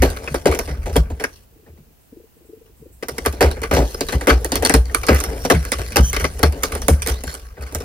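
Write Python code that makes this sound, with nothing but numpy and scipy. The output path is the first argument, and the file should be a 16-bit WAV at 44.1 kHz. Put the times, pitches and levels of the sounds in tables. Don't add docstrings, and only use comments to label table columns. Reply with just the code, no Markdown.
import sys
import numpy as np
from scipy import signal
from scipy.fft import rfft, irfft, next_fast_len
from scipy.io import wavfile
from scipy.ndimage import uniform_filter1d, map_coordinates

SR = 44100
rng = np.random.default_rng(int(sys.argv[2]) if len(sys.argv) > 2 else 0)


def generate_wav(sig):
    pcm = np.round(np.clip(np.atleast_2d(sig).T, -1, 1) * 32767).astype(np.int16)
    wavfile.write(sys.argv[1], SR, pcm)


N = 345744


def amp(db):
    return 10 ** (np.asarray(db) / 20)


def unit(x):
    return x / np.sqrt(np.mean(x ** 2) + 1e-20)


def along(points, hz):
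    point_hz, values = np.transpose(points)
    return np.interp(np.log(hz + 1), np.log(point_hz + 1), values)


def curves(rows, silent=-120):
    s, *columns = np.transpose(rows)
    return [np.interp(np.arange(N) / SR, s, column, silent, silent) for column in columns]


def wobble(rate):
    knots = rng.standard_normal(int(N * rate / SR) + 4)
    return map_coordinates(knots, [np.arange(N) * rate / SR])


def filtered(x, response):
    m = next_fast_len(N + SR // 2)
    return irfft(rfft(x, m) * response(np.fft.rfftfreq(m, 1 / SR)), m)[..., :N]


def coloured(x, spectrum):
    hz = np.linspace(0, SR / 2, 4096)
    white_rms = np.sqrt(np.mean(amp(2 * along(spectrum, hz))))
    return filtered(x, lambda f: amp(along(spectrum, f))) / white_rms


def resonant(x, modes):
    def body(f):
        return sum((-1) ** k * amp(db) * 1j * f * width / (centre ** 2 - f * f + 1j * f * width)
                   for k, (centre, width, db) in enumerate(modes))

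    white_rms = np.sqrt(np.mean(np.abs(body(np.linspace(0, SR / 2, 8192))) ** 2))
    return filtered(x, body) / white_rms


def grit(rate, spread_db, smooth, apart):
    moment, sign, size = rng.random((3, 3, N))
    snaps = (moment < rate / SR) * np.sign(sign - .5) * amp(-spread_db * np.log(size + 0.0012))
    friction = rng.standard_normal((3, N))
    shared, *ports = np.sqrt(1 - smooth) * unit(snaps) + np.sqrt(smooth) * friction
    return np.sqrt(1 - apart) * shared + np.sqrt(apart) * np.array(ports)


def patchy(x, depth_db):
    z = signal.stft(x, nperseg=256)[2]
    field = uniform_filter1d(rng.standard_normal(z.shape[1:]), size=3, axis=0)
    field = uniform_filter1d(field, size=12, axis=1)
    return signal.istft(z * amp(depth_db * unit(field)), nperseg=256)[1][:, :N]


# start_s [s], tear_db [dB], scrape_db [dB], knock_db [dB], rip_t60_s [s, before stretching], flute_hz [Hz]
CLAW_SNAGS = [(0.0215, -5.5, -8, -6.5, 0.25, 1926), (0.1007, -18.5, -28.5, -32, .16, 4550),
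              (0.164, -25, -23, -33, 0.2, 2150), (.2431, -24.5, -42, -24.5, 0.036, 1930),
              (0.2758, -31.5, -11.5, -22, 0.068, 2535), (0.3432, -15.5, -13, -11.5, 0.12, 1604),
              (.4568, -11, -13.5, -2, .2, 2124), (0.5142, -19, -17.5, -18, 0.41, 2110),
              (0.548, -13.5, -19.5, -24, .1, 2100), (0.5899, -14, -13, -12, .095, 2126),
              (0.6759, -25.5, -24, -26, 0.4, 2160), (.8583, -24, -28.5, -19.5, 0.32, 1977),
              (0.9284, -27.5, -32, -41, 0.27, 2044), (0.958, -23, -19, -3, 0.055, 1944),
              (0.965, -7.5, -9, -12, 0.12, 3300), (1.1013, -31.5, -80, -24, 0.19, 2533),
              (1.198, -24.5, -23, -23, 0.31, 2310), (1.2392, -12, -5.5, -18, 0.076, 1687),
              (1.664, -62, -40.5, -37, 0.15, 1840), (1.773, -51, -49, -46, .14, 2000),
              (2.6599, -47, -49, -55, .16, 2870), (3.026, -23, -21, -21.5, 0.11, 1974),
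              (3.0844, -13, -18.5, -18, .11, 1894), (3.1818, -18, -16, -16.5, 0.067, 2140),
              (3.251, -20.5, -14, -22.5, .08, 2006), (3.2603, -6, -7, -9, 0.11, 1960),
              (3.326, -22, -28.5, -28.5, 0.25, 2500), (3.4079, -8, -5.5, -3, 0.28, 1834),
              (3.5127, -17, -19.5, -21, .11, 4065), (3.5678, -48.5, -32, -25, 0.12, 1715),
              (3.6179, -20, -23.5, -23.5, 0.17, 2230), (3.6328, -17.5, -11, -19, 0.13, 2100),
              (3.712, -19.5, -9.5, -8, .3, 2410), (3.7372, -9.5, -13.5, -16, 0.38, 2010),
              (3.765, -28.5, -27, -5, 0.23, 1920), (3.801, -23, -25, -15, 0.27, 2070),
              (3.9449, -19.5, -18.5, -27.5, 0.061, 5170), (4.0081, -10, -12.5, -13.5, 0.12, 4740),
              (4.086, -19.5, -14, -22, 0.14, 3980), (4.124, -15, -17, -15.5, .21, 4230),
              (4.2108, -20.5, -16.5, -20.5, .14, 1990), (4.2714, -8, -7, -4.5, 0.28, 2045),
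              (4.2936, -15, -5.5, -19.5, 0.14, 3260), (4.299, -16, -8, -21.5, 0.21, 4500),
              (4.446, -6.5, -15.5, -16, 0.092, 1928), (4.5194, -9, -9.5, -11.5, .14, 4640),
              (4.5558, -6.5, -12.5, -16, .14, 4300), (4.6243, -11.5, -15, -13.5, .18, 1875),
              (4.6499, -2, -3, -13.5, .14, 4366), (4.6958, -7.5, -4, -6.5, 0.15, 1896),
              (4.7398, -4.5, -5.5, -4, 0.14, 1920), (4.855, -29, -32, -37, 0.12, 4560),
              (4.8969, -33, -22.5, -46, 0.057, 1850), (4.946, -13, -5, -20, 0.1, 2300),
              (4.947, -7.5, -13, -28, 0.057, 4500), (5.033, -21.5, -17, -26, 0.13, 2316),
              (5.0672, -15.5, -22.5, -29.5, .23, 2190), (5.0846, -14.5, -5, -5.5, 0.26, 1700),
              (5.1467, -12.5, -13, -38, 0.19, 1872), (5.2026, -13, -19, -30, .13, 2270),
              (5.2387, -11, -18, -36, 0.15, 2116), (5.45, -15.5, -14, -8.5, 0.1, 5720),
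              (5.5003, -2, -3.5, -1, 0.17, 2037), (5.5487, -16, -15.5, -32, 0.17, 2190),
              (5.651, -22.5, -24.5, -31.5, 0.2, 2125), (5.719, -6.5, -9, -15.5, .14, 2056),
              (5.785, -20.5, -23, -22.5, 0.27, 2190), (5.8351, -28, -31, -51.5, 0.053, 2660),
              (5.9053, -26.5, -31.5, -33, .19, 4470), (5.921, -22, -22, -45, 0.18, 2490),
              (5.9591, -6.5, -6, -8, .15, 2690), (5.968, -5.5, -7.5, -4, .15, 2126),
              (6.009, -17, -30, -35, .05, 2200), (6.1307, -8, -10.5, -25, 0.14, 2210),
              (6.1634, -10, -11, -20.5, .13, 2164), (6.1984, -15, -17.5, -24, 0.24, 2196),
              (6.217, -18.5, -21, -30, .06, 2230), (6.2425, -15, -7.5, -12, 0.11, 2093),
              (6.3929, -31, -28.5, -22.5, 0.2, 1920), (6.4301, -7, -4, -5.5, .15, 2135),
              (6.5234, -24, -28.5, -32, .16, 2360), (6.625, -20.5, -25.5, -28, .06, 2140),
              (6.633, -7, -14, -18.5, 0.17, 2200), (6.72, -16.5, -18.5, -30, 0.14, 2055),
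              (6.7513, -16.5, -21, -22, 0.21, 1750), (6.818, -18, -20, -28.5, 0.11, 5620),
              (6.8832, -4.5, -9, -4.5, 0.12, 2157), (6.9335, -19, -24.5, -45, .08, 2280),
              (7.0204, -12, -16.5, -38, 0.12, 2420), (7.0621, -14, -15, -24, .08, 2116),
              (7.0725, -9, -15.5, -21, .35, 2220), (7.2372, -14.5, -30.5, -19.5, 0.098, 2594),
              (7.271, -22, -30, -37, 0.9, 2215), (7.341, -17.5, -28, -33.5, 0.16, 2298),
              (7.57, -63.5, -32, -28.5, .2, 1990), (7.6096, -33, -34, -34, 0.4, 2550),
              (7.623, -25.5, -37, -40, .06, 4410), (7.6669, -29, -29.5, -44.5, 0.22, 2174),
              (7.7228, -23.5, -40, -25.5, .1, 2250), (7.7486, -11.5, -22.5, -17.5, 0.11, 1813),
              (7.785, -24.5, -34, -33.5, 0.046, 2200), (7.8035, -23, -29, -29, .16, 5400)]


def ripping(levels_db, pans, drag, noise, stretch, snap_db, crack_db):
    rip_bend = 1.17
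    power, snaps = np.zeros((2, N + SR)), np.zeros((2, N))
    t = np.arange(SR // 3) / SR
    crack = amp(crack_db - 60 * t / 0.0048)
    for (s, tear_db, _, _, t60, _), db, pan in zip(CLAW_SNAGS, levels_db, pans):
        start, sides = round(s * SR), amp([[pan / 2], [-pan / 2]])
        rise_s = 0.00019 * amp(-.5 * tear_db)
        rip = amp(-60 * (t / np.clip(stretch * t60, .008, .6)) ** rip_bend)
        shape = amp(db) * (1 - np.exp(-t / rise_s)) * (crack + rip)
        power[:, start:][:, :len(t)] += (shape * sides) ** 2
        slowness = 1 + (rise_s / 0.0024) ** 2
        snaps[:, start + 8] = amp(db + snap_db) * sides[:, 0] / slowness
    return snaps + np.sqrt(power[:, :N] + drag ** 2) * noise


SQUEAL_DB_PER_OCTAVE = 1.5


def octaves_up(flute_hz):
    return np.log2(flute_hz / 1990)


def plucks():
    twang_db, tick_db, scatter_db = -8, -14.5, -1.5
    tick_hz, tick_spread = 9310, .12
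    out, t = np.zeros(N + SR), np.arange(SR // 10) / SR
    for s, tear_db, scrape_db, _, _, flute_hz in CLAW_SNAGS:
        wander = np.cumsum(rng.standard_normal((2, len(t))), axis=1)
        twang, tick, pitch = rng.standard_normal(size=3)
        high_db = SQUEAL_DB_PER_OCTAVE * octaves_up(flute_hz)
        flute_db = scrape_db + twang_db + high_db + scatter_db * twang - 60 * t / 0.047
        flute = amp(flute_db) * np.sin(2 * np.pi * flute_hz * t + 0.098 * wander[0])
        tip_hz = tick_hz * np.exp(tick_spread * pitch)
        tip_db = tear_db + tick_db + scatter_db * tick - 60 * t / 0.013
        tip = amp(tip_db) * np.sin(2 * np.pi * tip_hz * t + 0.16 * wander[1])
        out[round(s * SR):][:len(t)] += flute + tip
    return out[:N]


# start_s [s], fibre_hiss_db [dB], flute_scrape_db [dB], pad_rustle_db [dB]
PAW_DRAG = [
    [(0.0, -43, -43.5, -38.5), (0.136, -49.5, -47, -35), (0.298, -49, -47.5, -35),
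     (0.424, -50.5, -52.5, -42), (0.674, -51.5, -51.5, -46), (0.81, -55, -58.5, -42),
     (0.96, -51.5, -52.5, -40.5), (1.098, -57.5, -58, -52), (1.17, -55.5, -59.5, -43.5),
     (1.272, -59, -61.5, -55.5), (1.344, -57, -68, -59.5), (1.45, -65.5, -71, -60)],
    [(2.98, -64, -70, -62), (3.06, -58.5, -75, -48), (3.22, -49.5, -56, -39), (3.62, -48.5, -49.5, -39.5),
     (3.91, -47.5, -51, -39), (4.63, -49, -47, -32), (4.79, -49.5, -51.5, -42), (5.25, -40, -41, -26),
     (5.73, -44, -50, -42), (6.08, -43.5, -43, -43.5), (6.28, -47.5, -53, -40), (6.65, -44, -43.5, -31.5),
     (7.2, -48.5, -50, -45), (7.38, -54.5, -60.5, -74), (7.58, -63, -52.5, -50.5), (7.84, -49.5, -48, -32)],
]
# [dB per Hz, relative]
TEAR_SPECTRUM = [(3530, -57.5), (6000, 2.5), (7580, -4.5), (9860, 6), (11200, -2.5), (14600, -3.5),
                 (16000, -18.5)]
# [dB, relative]
SQUEAL_MODES = [(3010, 1120, -4.5), (4416, 525, -1.5), (5480, 640, -3.5)]
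# [dB, relative]
FLUTE_MODES = [(1140, 136, 4.5), (1558, 206, 4.5), (2036, 204, 1), (2314, 260, 0.5)]
# [dB, relative]
PAD_MODES = [(156, 9.1, -9), (277.2, 56, -3.5), (363, 57, -2.5), (449.5, 76.6, 0), (598, 96, -3.5),
             (701, 209, -8), (992, 84, -21)]


def claws():
    rub_db, flutes_db, rustle_db = np.maximum(*map(curves, PAW_DRAG))
    _, tear_db, scrape_db, knock_db, _, flute_hz = np.transpose(CLAW_SNAGS)
    octaves = octaves_up(flute_hz)
    squeal_db = (tear_db + scrape_db) / 2 - 16 + SQUEAL_DB_PER_OCTAVE * octaves
    dulled_db = scrape_db - 10.5 - octaves
    pans = -2.05 + 1.5 * rng.standard_normal(len(CLAW_SNAGS))
    skips = amp(2 * wobble(130))
    fibres = skips * patchy(grit(1800, spread_db=3.8, smooth=0.23, apart=.6), depth_db=3.5)
    rub = amp(rub_db + 3.9 * wobble(11))
    rustle = amp(rustle_db + 2.5 * wobble(14))
    tear = ripping(tear_db - 19.5, pans, rub * amp(-4.0), fibres,
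                   stretch=0.59, snap_db=-5.5, crack_db=20.5)
    squeal = ripping(squeal_db, pans, rub * amp(-4.5), fibres,
                     stretch=0.76, snap_db=10.5, crack_db=-19.5)
    scrape = ripping(dulled_db, pans, amp(flutes_db + 2.5 * wobble(18)), fibres,
                     stretch=0.67, snap_db=4, crack_db=-17.5)
    pad_grit = grit(500, spread_db=0.99, smooth=0.49, apart=0.025)
    knock = ripping(knock_db - 3.0, pans, rustle * amp(-5.0), pad_grit,
                    stretch=0.69, snap_db=16, crack_db=-39.5)
    card = coloured(tear, TEAR_SPECTRUM) + resonant(squeal, SQUEAL_MODES)
    return card + resonant(scrape, FLUTE_MODES) + resonant(knock, PAD_MODES) + plucks()


# start_s [s], boom_db [dB], thud_db [dB, before a trim], pitch_hz [Hz, once settled], shudder_s [s]
PLANK_PULLS = [(0, -7.5, -35, 60.7, .02), (0.03, -14, -22.5, 60, .038), (0.304, -26.5, -26.5, 66.7, .071),
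               (0.487, -10, -39.5, 69, 0.024), (0.695, -26.5, -25, 72.5, .056),
               (.894, -18.5, -59, 67.8, .064), (0.968, -7.5, -17.5, 58, 0.058),
               (1.115, -15.5, -33, 64.2, 0.025), (1.56, -55, -51, 60, .05),
               (1.675, -39.5, -40.5, 77, 0.062), (1.72, -50, -45, 65, .05), (1.781, -57, -41.5, 72, .05),
               (1.86, -55, -49, 65.6, 0.043), (2.79, -40, -42, 57, 0.042), (2.918, -56, -58, 66, 0.035),
               (3.111, -32, -34.5, 67, 0.022), (3.269, -16, -31, 70.4, 0.04), (3.435, -7.5, -44, 70.8, .05),
               (3.727, -9, -22.5, 66.8, 0.024), (3.781, -12, -16.5, 57, 0.076),
               (4.143, -8.5, -20, 63.3, 0.028), (4.304, -7.5, -22, 59.8, 0.072),
               (4.573, -21.5, -45, 78.2, 0.061), (4.74, -6, -13.5, 60, 0.071), (5.1, -7.5, -14, 69.8, 0.06),
               (5.264, -22, -30.5, 58.5, .033), (5.536, -11, -7, 69.5, 0.045),
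               (5.744, -21.5, -51, 63.8, 0.053), (5.796, -11.5, -33, 60.9, 0.014),
               (5.988, -4, -10, 63.4, 0.049), (6.22, -13.5, -20, 67.2, 0.039),
               (6.426, -8.5, -12.5, 71.7, 0.071), (6.724, -27, -34, 72.5, 0.062),
               (6.901, -5, -12.5, 71.9, 0.046), (7.098, -12, -45, 62, .045), (7.263, -21, -33, 63.4, 0.025),
               (7.593, -24, -36.5, 66, 0.075), (7.747, -23, -37, 76.5, 0.053)]
# start_s [s], level_db [dB]
WEIGHT_SHIFTS = [(0.0, -17), (0.24, -38), (1.05, -24), (1.33, -44), (2.38, -68), (3.1, -41.5),
                 (3.47, -25.5), (3.67, -27.5), (3.89, -35), (4.67, -27.5), (5.85, -31), (6.07, -26),
                 (6.55, -29), (7.01, -24), (7.4, -41), (7.62, -41), (7.75, -31), (7.84, -33.5)]
# [dB per Hz, relative]
PLANK_SPECTRUM = [(13, -50.5), (22, 1.5), (48, -2), (64, 1), (78, -7.5), (119, -16.5), (194, -30.5),
                  (220, -20), (290, -61), (480, -120)]


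def planks():
    let_go_t60_s, ring_t60_s, ring_db = 0.047, 0.35, -6.5
    thud_modes = [(125, 33.5, 0), (158.3, 23.0, 4.0), (232, 21, -3.5)]  # Hz, width Hz, dB
    boom, shove, t = np.zeros(N + SR), np.zeros(N + SR), np.arange(SR // 2) / SR
    for s, db, thud_db, hz, shudder_s in PLANK_PULLS:
        after = np.maximum(t - shudder_s, 0)
        fade = amp(-60 * after / let_go_t60_s) + amp(ring_db - 60 * after / ring_t60_s)
        swell = (1 - np.exp(-t / 0.0062)) ** 2 * amp(db) * fade / (1 + amp(ring_db))
        turns = hz * (t + 0.81 * 0.0078 * (1 - np.exp(-t / 0.0057)))
        boom[round(s * SR):][:len(t)] += swell * np.sin(2 * np.pi * turns)
        shove[round(s * SR):][:len(t)] += (1 - np.exp(-t / 0.0052)) * amp(thud_db + 7 - 60 * t / 0.08)
    weight_db = curves(WEIGHT_SHIFTS)[0]
    push = (shove[:N] + amp(weight_db - 22.5)) * rng.standard_normal(N)
    thud = resonant(push, thud_modes)
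    wavering = amp(weight_db + 2.5 * wobble(9))
    murmur = wavering * coloured(rng.standard_normal(N), PLANK_SPECTRUM)
    return (boom[:N] + thud + murmur) * amp([[.3], [-.3]])


# [dB per Hz, relative]
HISS_SPECTRUM = [(15, -38), (25, 5), (76, -0.5), (175, -7), (754, -16), (1070, -20.5), (2280, -24),
                 (2690, -22.5), (3430, -26.5), (10400, -26), (16000, -19)]
# frequency_hz [Hz], likeness [correlation, 0 to 1]
HISS_LIKENESS = [(60, 0.47), (240, 0.029), (950, 0), (3770, -0.0), (15000, 0.001)]
# [dB, before a 0.5 dB lift]
STEADY_TONES = [(10541, -101), (13577, -86.5)]


def hush():
    def shares(hz):
        turn = np.arccos(np.clip(along(HISS_LIKENESS, hz), -1, 1)) / 2
        return np.array([np.cos(turn), np.sin(turn)])

    mid, side = filtered(coloured(rng.standard_normal((2, N)), HISS_SPECTRUM), shares)
    t = np.arange(N) / SR
    tones = sum(amp(db + 0.5) * np.sin(2 * np.pi * hz * t) for hz, db in STEADY_TONES)
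    return amp(-52.5) * np.array([mid + side, mid - side]) + tones


# frequency_hz [Hz], t60_s [s]
ROOM_DECAY = [(200, 0.54), (2000, 0.16), (12000, 0.21)]


def room(x):
    block, delay = SR // 4, 150
    out = np.zeros((2, N + SR))
    for start in range(0, N, block):
        hz, t, z = signal.stft(rng.standard_normal((2, SR // 4)), SR, nperseg=256)
        decay = amp(-60 * t / along(ROOM_DECAY, hz)[:, None])
        thin_bass = (hz / (hz + 900))[:, None]
        tail = signal.istft(z * decay * thin_bass, SR, nperseg=256)[1]
        tail = tail / np.linalg.norm(tail[0])
        answer = signal.fftconvolve(x[None, start:start + block], tail, axes=1)
        out[:, start + delay:][:, :answer.shape[1]] += answer
    return out[:, :N]


# [dB, relative]
PURR_BREATHS = [(1.525, 1.55, 1.64, 1.92, 29, -68.5), (2.128, 2.125, 2.2, 2.27, 26.5, -57.5),
                (2.368, 2.5, 2.59, 2.71, 24.2, -59), (2.822, 2.815, 2.8, 2.93, 24.6, -54)]


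def purr():
    edge_db = -13.5
    pad_modes = [(295, 136, -8.0), (343, 32, -1.0), (445, 32, -0.5)]  # Hz, width Hz, dB
    t, puffs = np.arange(N) / SR, np.zeros(N)
    for s, full, until, end, rate, db in PURR_BREATHS:
        corners = [s - .5 / rate, full, until, end]
        breath_db = np.interp(t, corners, [edge_db, 0, 0, edge_db], -120, -120)
        puffs += amp(db + breath_db) * np.exp(2.5 * np.cos(2 * np.pi * rate * (t - s)))
    body = resonant(puffs * (0.6 + rng.standard_normal(N)), pad_modes)
    return filtered(body, lambda hz: 1 / (1 + (hz / 540) ** 12))


# start_s [s], level_db [dB], t60_s [s]
NOSE_SNIFFS = [(2.0, -62.5, .6), (2.2, -71, .4), (2.36, -59, .12), (2.452, -56, .2), (2.76, -60, 0.76),
               (2.92, -54, .4)]
# [dB per Hz, relative]
NOSE_SPECTRUM = [(5000, -31.5), (7500, -5.5), (12000, -4.5), (14500, -23.5)]


def sniffs():
    rise_s, flow = 0.0058, np.zeros(N)
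    for s, db, t60 in NOSE_SNIFFS:
        age = np.maximum(np.arange(N) / SR - s, 0)
        flow += (1 - np.exp(-age / rise_s)) * amp(db - 60 * age / t60)
    return flow * coloured(rng.standard_normal(N), NOSE_SPECTRUM)


# start_s [s], end_s [s], level_db [dB], main_hz [Hz]
BUZZES = [(5.2, 5.469, -47.5, 5440), (6.028, 6.103, -28.5, 6080), (6.186, 6.28, -38.5, 5800),
          (7.243, 7.34, -42.5, 4330)]
# [dB, relative]
TRINKET_MODES = [(3090, 80, -10), (6080, 130, 0), (7640, 80, -16), (9480, 70, -9), (10100, 80, -2),
                 (14800, 120, -6)]


def buzz():
    t, out = np.arange(N) / SR, np.zeros(N)
    for s, end, db, main_hz in BUZZES:
        shake = uniform_filter1d(1. * ((t > s) & (t < end)), size=400) * rng.standard_normal(N)
        modes = [(hz * main_hz / TRINKET_MODES[1][0], width, level) for hz, width, level in TRINKET_MODES]
        out += amp(db) * resonant(shake, modes)
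    return out * amp(1.5 * wobble(60))


# frequency_hz [Hz], left_minus_right_db [dB]
PORT_BALANCE = [(60, -4.5), (110, 22), (200, 1), (380, 3), (700, 5.5), (1290, -1.5), (2380, 4.5),
                (4400, 3.5), (8120, -3), (15000, -7)]
# frequency_hz [Hz], left_lead_rad [radians]
PORT_PHASE = [(100, -0.5), (780, 0.61), (1200, 2.18), (2000, 0.88), (3450, 1.5), (6400, -3), (8200, 1),
              (10100, -4), (12600, 0), (15500, -3)]


def scene():
    near = claws() + buzz() + purr() + sniffs()
    half = np.array([[.5], [-.5]])

    def port_response(hz):
        return amp(half * along(PORT_BALANCE, hz)) * np.exp(1j * half * along(PORT_PHASE, hz))

    ports = filtered(near, port_response)
    return ports + amp(-12.5) * room(near.mean(0)) + planks() + hush()


def record(dry):
    top_hz = 15850
    heard = filtered(dry, lambda hz: 1 / np.sqrt(1 + (42 / (hz + 1)) ** 6))
    squeezed = heard / (1 + np.abs(heard) ** 4) ** (1 / 4)
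    return filtered(squeezed, lambda hz: hz < top_hz)


dry = scene()
out = record(dry)
generate_wav(out)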